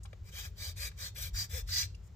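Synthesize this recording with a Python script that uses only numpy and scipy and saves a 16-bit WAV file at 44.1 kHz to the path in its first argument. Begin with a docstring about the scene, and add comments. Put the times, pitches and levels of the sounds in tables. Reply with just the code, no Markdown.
"""A flat steel file takes old glue off a small hand-held wooden block: a light touch, eight quick strokes, a faint brush.
Stroke speed drives level and tooth rate: fibres tear (random snaps), teeth tick, block and blade ring (resonances).
The blade rings hardest in the last full stroke. Pushes thud softly (low noise); damped noise bursts make taps.
Hands bump dully (short low cycles). Close, left of centre, in a workshop with low rumble and air (shaped noise)."""
import sys
import numpy as np
from scipy import signal
from scipy.fft import rfft, irfft
from scipy.io import wavfile
from scipy.ndimage import uniform_filter1d, map_coordinates

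SR = 44100
rng = np.random.default_rng(int(sys.argv[2]) if len(sys.argv) > 2 else 0)


def inscribe(sig):
    """Save sig as 16-bit PCM at rate SR to the path in sys.argv[1].

    A 1-D sig is mono; a 2-D sig holds one channel per row.
    Samples are clipped to [-1, 1] before scaling.
    """
    pcm = np.round(np.clip(np.atleast_2d(sig).T, -1, 1) * 32767)
    wavfile.write(sys.argv[1], SR, pcm.astype(np.int16))


N = 95079

# Workshop rumble spectrum: (frequency [Hz], relative level per Hz [dB])
RUMBLE_SPECTRUM = [(24, -13), (33, -17), (44, -2.5), (55, 4), (70, -4.5), (100, -1.5), (125, -16.5),
                   (175, -15.5), (240, -39), (400, -66)]
# Workshop air noise spectrum: (frequency [Hz], relative level per Hz [dB])
AIR_SPECTRUM = [(100, -8), (260, -4), (390, 5.5), (600, -3.5), (1200, -7.5), (3000, -13.5), (7500, -15),
                (9500, -41), (15000, -24)]
# Dull bumps of the hands as the file turns round:
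# (centre time [s], peak level [dB], frequency [Hz], half-length to 1/e [s])
HAND_BUMPS = [(0.227, -36, 60, 0.0074), (0.483, -39.5, 85, 0.016), (0.689, -34, 78, 0.014),
              (1.345, -31, 50, 0.021), (1.64, -35, 48, 0.044), (1.862, -35, 85, 0.016)]
# Taps of file and fingers on the block, band-passed twice:
# (start [s], peak level [dB], centre [Hz], width per pass [Hz], burst decay T60 [s])
BLOCK_TAPS = [(0.033, -47, 6760, 4170, 0.062), (0.052, -44.5, 1050, 575, 0.027),
              (0.055, -46, 3530, 2430, 0.029), (0.13, -45, 656, 910, 0.018), (0.13, -50, 2440, 3080, 0.028),
              (0.499, -62, 13300, 8000, .035), (0.915, -49.5, 1760, 2960, 0.034),
              (1.158, -42.5, 2300, 1380, 0.11), (1.345, -48, 1550, 480, 0.16),
              (1.506, -62, 2400, 2500, 0.041), (1.675, -48, 4840, 6060, 0.15),
              (1.688, -47.5, 1500, 440, .08), (1.825, -35.5, 2480, 1100, 0.054),
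              (1.945, -50, 2750, 590, 0.026), (1.949, -51.5, 5560, 2930, 0.026)]
# Tearing fibres: (frequency [Hz], relative level per Hz [dB])
FIBRE_SPECTRUM = [(200, -34), (450, -15), (1100, -15), (2000, 3), (2400, -10), (2850, -9.5), (3300, -10.5),
                  (4300, -4.5), (6000, 6.5), (6700, -7), (7600, 7), (8650, -16.5), (9300, -12),
                  (11000, -14), (12200, -5), (14300, -7.5), (15400, -10)]
# Teeth meeting the edge: (frequency [Hz], relative level per Hz [dB])
TOOTH_SPECTRUM = [(200, -25), (400, 9.5), (530, 9.5), (800, -2.5), (1100, 2.5), (1600, -3.5), (2500, 8),
                  (4000, -10.5), (9000, -34)]
# Push thud: (frequency [Hz], relative level per Hz [dB])
THUD_SPECTRUM = [(30, -58), (60, 8.5), (78, -0.5), (88, 13.5), (105, -3.5), (135, -8.5), (180, -23),
                 (260, -56)]
# Block resonances: (frequency [Hz], width [Hz], mean relative level per Hz [dB])
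BLOCK_MODES = [(1076, 134, -6), (1557, 103, -3), (2267, 160, -5), (2506, 75, -3.5), (3189, 160, 3.5),
               (3708, 110, 9), (4302, 145, 6.5), (4600, 390, -7.5), (6980, 150, -3)]
# Blade resonances: (frequency [Hz], width [Hz], mean relative level per Hz [dB])
BLADE_MODES = [(3660, 71, -18), (3850, 130, -10), (4736, 420, 2.5), (4887, 93, 4.5), (5010, 790, -5.5),
               (6120, 125, -3), (6260, 240, -20.5)]
# File strokes: (start [s], length [s], place of top speed [fraction, clipped to 0.1-0.9], swell exponent,
# rasp level [dB], rasp bass gain [dB], rasp treble gain [dB], block ring level [dB], blade ring level [dB],
# tooth tick level [dB], nominal top tooth rate [Hz], thud level [dB], edge resonance [Hz], edge ring level [dB])
FILE_STROKES = [ (0.225, 0.087, 0.79, 1.74, -63, 0, 2, -68, -70, -68.5, 411.3, -59, 2320, -77),
                (0.299, 0.2, 0.63, 1.44, -51, 9.5, 4, -48.5, -58, -57.5, 881, -64, 3220, -57.5),
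                (0.548, 0.19, 0.64, 1.55, -54.5, 16, 5.5, -49, -54, -68, 784, -48, 4510, -51),
                (0.752, 0.15, 0.63, 1.35, -47.5, 9.5, 6, -45, -48, -61.5, 598, -45, 2474, -52),
                (0.95, 0.17, 0.57, 2.1, -51, 12, 3, -46.5, -51.5, -68.5, 550, -49.5, 3500, -69),
                (1.143, 0.16, 0.54, 1.17, -53, 15, 13.5, -47, -80, -60, 738, -41.5, 2380, -60.5),
                (1.326, 0.15, .46, 1.6, -46, 8.5, 2, -48.5, -40, -60, 1090, -42.5, 5800, -65),
                (1.488, 0.14, 0.53, 1.08, -48.5, 11.5, 4.5, -55, -84, -53.5, 519, -41, 3525, -52.5),
                (1.656, 0.22, 0.58, 1.54, -40.5, -8.5, 1, -44, -34, -62, 818, -41.5, 4180, -42.5),
                (2.014, 0.069, 1, 1.5, -75, -3, 4, -107, -100, -106, 390, -75, 7300, -72.5)]
# Ear level difference: (frequency [Hz], left minus right [dB])
EAR_LEVEL = [(700, 5.5), (2400, 1), (4400, -1), (6300, 1), (8100, 5), (10000, 10), (12200, 4.5),
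             (14500, 10)]
# Ear phase difference: (frequency [Hz], left lead over right [rad])
EAR_PHASE = [(100, 0.033), (1640, 0.93), (3500, 1.38), (4100, 2.6), (4820, 4.92), (5430, 1.4), (6290, 5.1),
             (8100, 4.11), (11100, 7), (14300, 8.4)]
# Reflection from the blade ends: (frequency [Hz], share reflected [0-1])
BLADE_END_REFLECTION = [(1200, 0), (2600, 1)]

RUMBLE_DB, RUMBLE_SIDE_DB = -47, -19.5  # side relative to mid
AIR_DB, AIR_SIDE_DB = -70, -4
AROUND_LEFT_DB = 1.54  # left minus right
GRAINS_PER_S, GRAIN_SPREAD_DB = 9000, 2.5
CATCH_DB, CATCH_PER_S = 1.38, 43  # uneven bite
MODE_WANDER_MAX_DB, BLADE_WANDER_MAX_DB, MODE_WANDER_PER_S = 5, 2.5, 40
TOOTH_JITTER, TOOTH_JITTER_PER_S, TOOTH_DEPTH = .018, 330, 0.38
TOOTH_SPEED_POWER, BLADE_POWER, THUD_POWER = .65, 2.2, 0.4
EDGE_Q, SPREAD_DB = 16, -7
CONTACT_DB, CONTACT_T60_S = -4, .012
NEAR_DB, NEAR_T60_S = -1.5, 0.03
ROOM_DB, ROOM_T60_S, ROOM_TOP_HZ = -12.5, 0.25, 8500
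BOUNCE_S, BOUNCE_DB = .001225, -10
BOUNCE_DRIFT, BOUNCE_DRIFT_PER_S = .035, 6  # rms fraction of the delay
LOW_CUT_HZ, TOP_HZ, FADE_S = 24, 15400, .006


def undb(db):
    """Decibels to gain."""
    return 10 ** (np.asarray(db) / 20)


def unit(x):
    """Scale to rms 1."""
    return x / np.sqrt(np.mean(x ** 2) + 1e-18)


def noise():
    """White noise."""
    return rng.standard_normal(N)


def walk(rate_per_s):
    """Smoothed noise at rms 1."""
    k = max(int(SR / rate_per_s), 1)
    return unit(uniform_filter1d(uniform_filter1d(noise(), k), k))


def freqs():
    """Bin frequencies [Hz], floored at 1."""
    return np.maximum(np.fft.rfftfreq(N, 1 / SR), 1)


def over_hz(points):
    """Interpolate (Hz, value) points over log frequency."""
    hz, value = np.array(points, float).T
    return np.interp(np.log(freqs()), np.log(np.maximum(hz, 1)), value)


def weigh(x, response):
    """Multiply the spectrum of x by a response."""
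    return irfft(rfft(x) * response, N)


def colour(x, points):
    """Apply a (Hz, dB) response, at rms 1."""
    return unit(weigh(x, undb(over_hz(points))))


def ring(x, modes):
    """Parallel (Hz, width Hz, dB) resonances, at rms 1."""
    f = freqs()
    response = sum(undb(db) / (1 + 1j * (f / hz - hz / f) * hz / width) for hz, width, db in modes)
    return unit(weigh(x, response))


def split_ears(left_minus_right_db):
    """Left and right gains, half the difference each."""
    return undb(np.array([[.5], [-.5]]) * left_minus_right_db)


def background(points, db, side_db):
    """Steady workshop noise: shared mid plus opposite-sign side for width."""
    mid = colour(noise(), points)
    side = undb(side_db) * colour(noise(), points) * np.array([[1], [-1]])
    return undb(db) * (mid + side)


def echoes(x, t, t60_s):
    """Diffuse reflections: decaying noise tail, independent per ear."""
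    tail = rng.standard_normal((2, SR // 2)) * np.exp(-np.log(1000) * t[:SR // 2] / t60_s)
    tail /= np.sqrt(np.sum(tail ** 2, axis=1, keepdims=True))
    return signal.fftconvolve(x[None], tail, axes=1)[:, :N]


def place(x, scattered, t):
    """Direct sound left of centre, quick reflections off hands and bench, then the duller workshop."""
    lead_rad = np.interp(freqs(), *np.array(EAR_PHASE).T)
    direct = np.array([x, weigh(x, np.exp(-1j * lead_rad))])
    near = direct + scattered + undb(NEAR_DB) * echoes(x, t, NEAR_T60_S)
    near = weigh(near, split_ears(over_hz(EAR_LEVEL)))
    dull = weigh(x, 1 / np.sqrt(1 + (freqs() / ROOM_TOP_HZ) ** 4))
    return near + undb(ROOM_DB) * echoes(dull, t, ROOM_T60_S)


def bounce(x, t):
    """Reflection from the blade ends: a drifting delay cuts shifting notches, mostly in the treble."""
    late_s = t - BOUNCE_S * (1 + BOUNCE_DRIFT * walk(BOUNCE_DRIFT_PER_S))
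    reflected = weigh(x, over_hz(BLADE_END_REFLECTION))
    copy = np.array([map_coordinates(row, [late_s * SR], order=3) for row in reflected])
    return (x + undb(BOUNCE_DB) * copy) / np.sqrt(1 + undb(2 * BOUNCE_DB))


def bumps(t):
    """Hand bumps: low cosines of random phase in Gaussian swells."""
    out = np.zeros(N)
    for at, db, hz, half_s in HAND_BUMPS:
        swell = np.exp(-((t - at) / half_s) ** 2)
        out += undb(db) * swell * np.cos(2 * np.pi * (hz * t + rng.random()))
    return out


def taps(t):
    """Knocks: decaying noise bursts through a doubled resonance."""
    out = np.zeros(N)
    for start, db, hz, width, t60_s in BLOCK_TAPS:
        burst = noise() * (t >= start) * np.exp(-np.log(1000) * np.maximum(t - start, 0) / t60_s)
        knock = ring(ring(burst, [(hz, width, 0)]), [(hz, width, 0)])
        out += undb(db) * knock / np.abs(knock).max()
    return out


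def fibres():
    """Fibre snaps: random impulses of either sign and unequal size."""
    hits = rng.random(N) < GRAINS_PER_S / SR
    return unit(hits * np.sign(noise()) * undb(GRAIN_SPREAD_DB * noise()))


def restless(modes, wander_max_db):
    """Snaps excite body modes, each level wandering as the contact point moves."""
    out = np.zeros(N)
    for hz, width, db in modes:
        level = undb(db + wander_max_db * np.tanh(walk(MODE_WANDER_PER_S)))
        ringing = ring(ring(fibres(), [(hz, 4 * width, 0)]), [(hz, width, 0)])
        out += level * np.sqrt(width) * ringing
    return unit(out)


def stroke_speed(t, start, length, top):
    """Relative speed: a skewed half-sine, zero outside the stroke."""
    peak = start + length * np.clip(top, .1, .9)
    progress = np.interp(t, [start, peak, start + length], [0, .5, 1])
    return np.abs(np.sin(np.pi * progress))


def tooth_ticks(turns, catch, length):
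    """One impulse per tooth passing the edge, coloured; level set over the stroke length."""
    ticks = np.diff(np.floor(turns), prepend=0) * catch
    return colour(ticks, TOOTH_SPECTRUM) * np.sqrt(length * SR / N)


def filing(t):
    """Stroke speed sets loudness and tooth rate; returns scrape, its stereo scatter, and thuds."""
    rasp = colour(fibres(), FIBRE_SPECTRUM)
    block, blade = restless(BLOCK_MODES, MODE_WANDER_MAX_DB), restless(BLADE_MODES, BLADE_WANDER_MAX_DB)
    bass = weigh(rasp, over_hz([(700, 1), (1400, 0.1)]))
    treble = weigh(rasp, over_hz([(7500, 0.19), (9500, 1)]))
    # snaps along the blade favour one ear
    spread = undb(SPREAD_DB) * np.array([colour(fibres(), FIBRE_SPECTRUM) for ear in range(2)])
    thud = colour(noise(), THUD_SPECTRUM)
    catch = undb(CATCH_DB * walk(CATCH_PER_S))
    uneven = 1 + TOOTH_JITTER * walk(TOOTH_JITTER_PER_S)
    snaps = fibres()
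    scrape, scattered, thuds = np.zeros(N), np.zeros((2, N)), np.zeros(N)
    for (start, length, top, steep, rasp_db, bass_db, treble_db, block_db, blade_db,
         tooth_db, tooth_hz, thud_db, edge_hz, edge_db) in FILE_STROKES:
        speed = stroke_speed(t, start, length, top)
        force = speed ** steep
        turns = np.cumsum(tooth_hz * speed ** TOOTH_SPEED_POWER * uneven) / SR  # teeth passed
        teeth = undb(tooth_db) * tooth_ticks(turns, catch, length)
        buzz = 1 + TOOTH_DEPTH * np.cos(2 * np.pi * turns)
        bite = undb(rasp_db) * force * catch * buzz
        tearing = bite * (rasp + (undb(bass_db) - 1) * bass + (undb(treble_db) - 1) * treble)
        edge = undb(edge_db) * ring(snaps, [(edge_hz, edge_hz / EDGE_Q, 0)])
        wood = undb(block_db) * block + edge
        steel = force ** BLADE_POWER * undb(blade_db) * blade
        scrape += tearing + force * (catch * wood + teeth) + steel
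        scattered += bite * spread + undb(CONTACT_DB) * echoes(tearing, t, CONTACT_T60_S)
        thuds += force ** THUD_POWER * undb(thud_db) * thud
    return scrape, scattered, thuds


def scene():
    """Filing and taps over bumps, rumble and air."""
    t = np.arange(N) / SR
    scrape, scattered, thuds = filing(t)
    low = thuds + bumps(t) + background(RUMBLE_SPECTRUM, RUMBLE_DB, RUMBLE_SIDE_DB)
    air = background(AIR_SPECTRUM, AIR_DB, AIR_SIDE_DB)
    around = (low + air) * split_ears(AROUND_LEFT_DB)
    return bounce(place(scrape + taps(t), scattered, t), t) + around


def record(dry):
    """Cut the deepest bass, fade the ends, low-pass steeply."""
    t = np.arange(N) / SR
    sound = weigh(dry, 1 / np.sqrt(1 + (LOW_CUT_HZ / freqs()) ** 8))
    sound = sound * np.minimum(np.minimum(t, t[-1] - t) / FADE_S, 1)
    return signal.sosfilt(signal.ellip(10, .2, 80, TOP_HZ, fs=SR, output="sos"), sound)


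dry = scene()
out = record(dry)
inscribe(out)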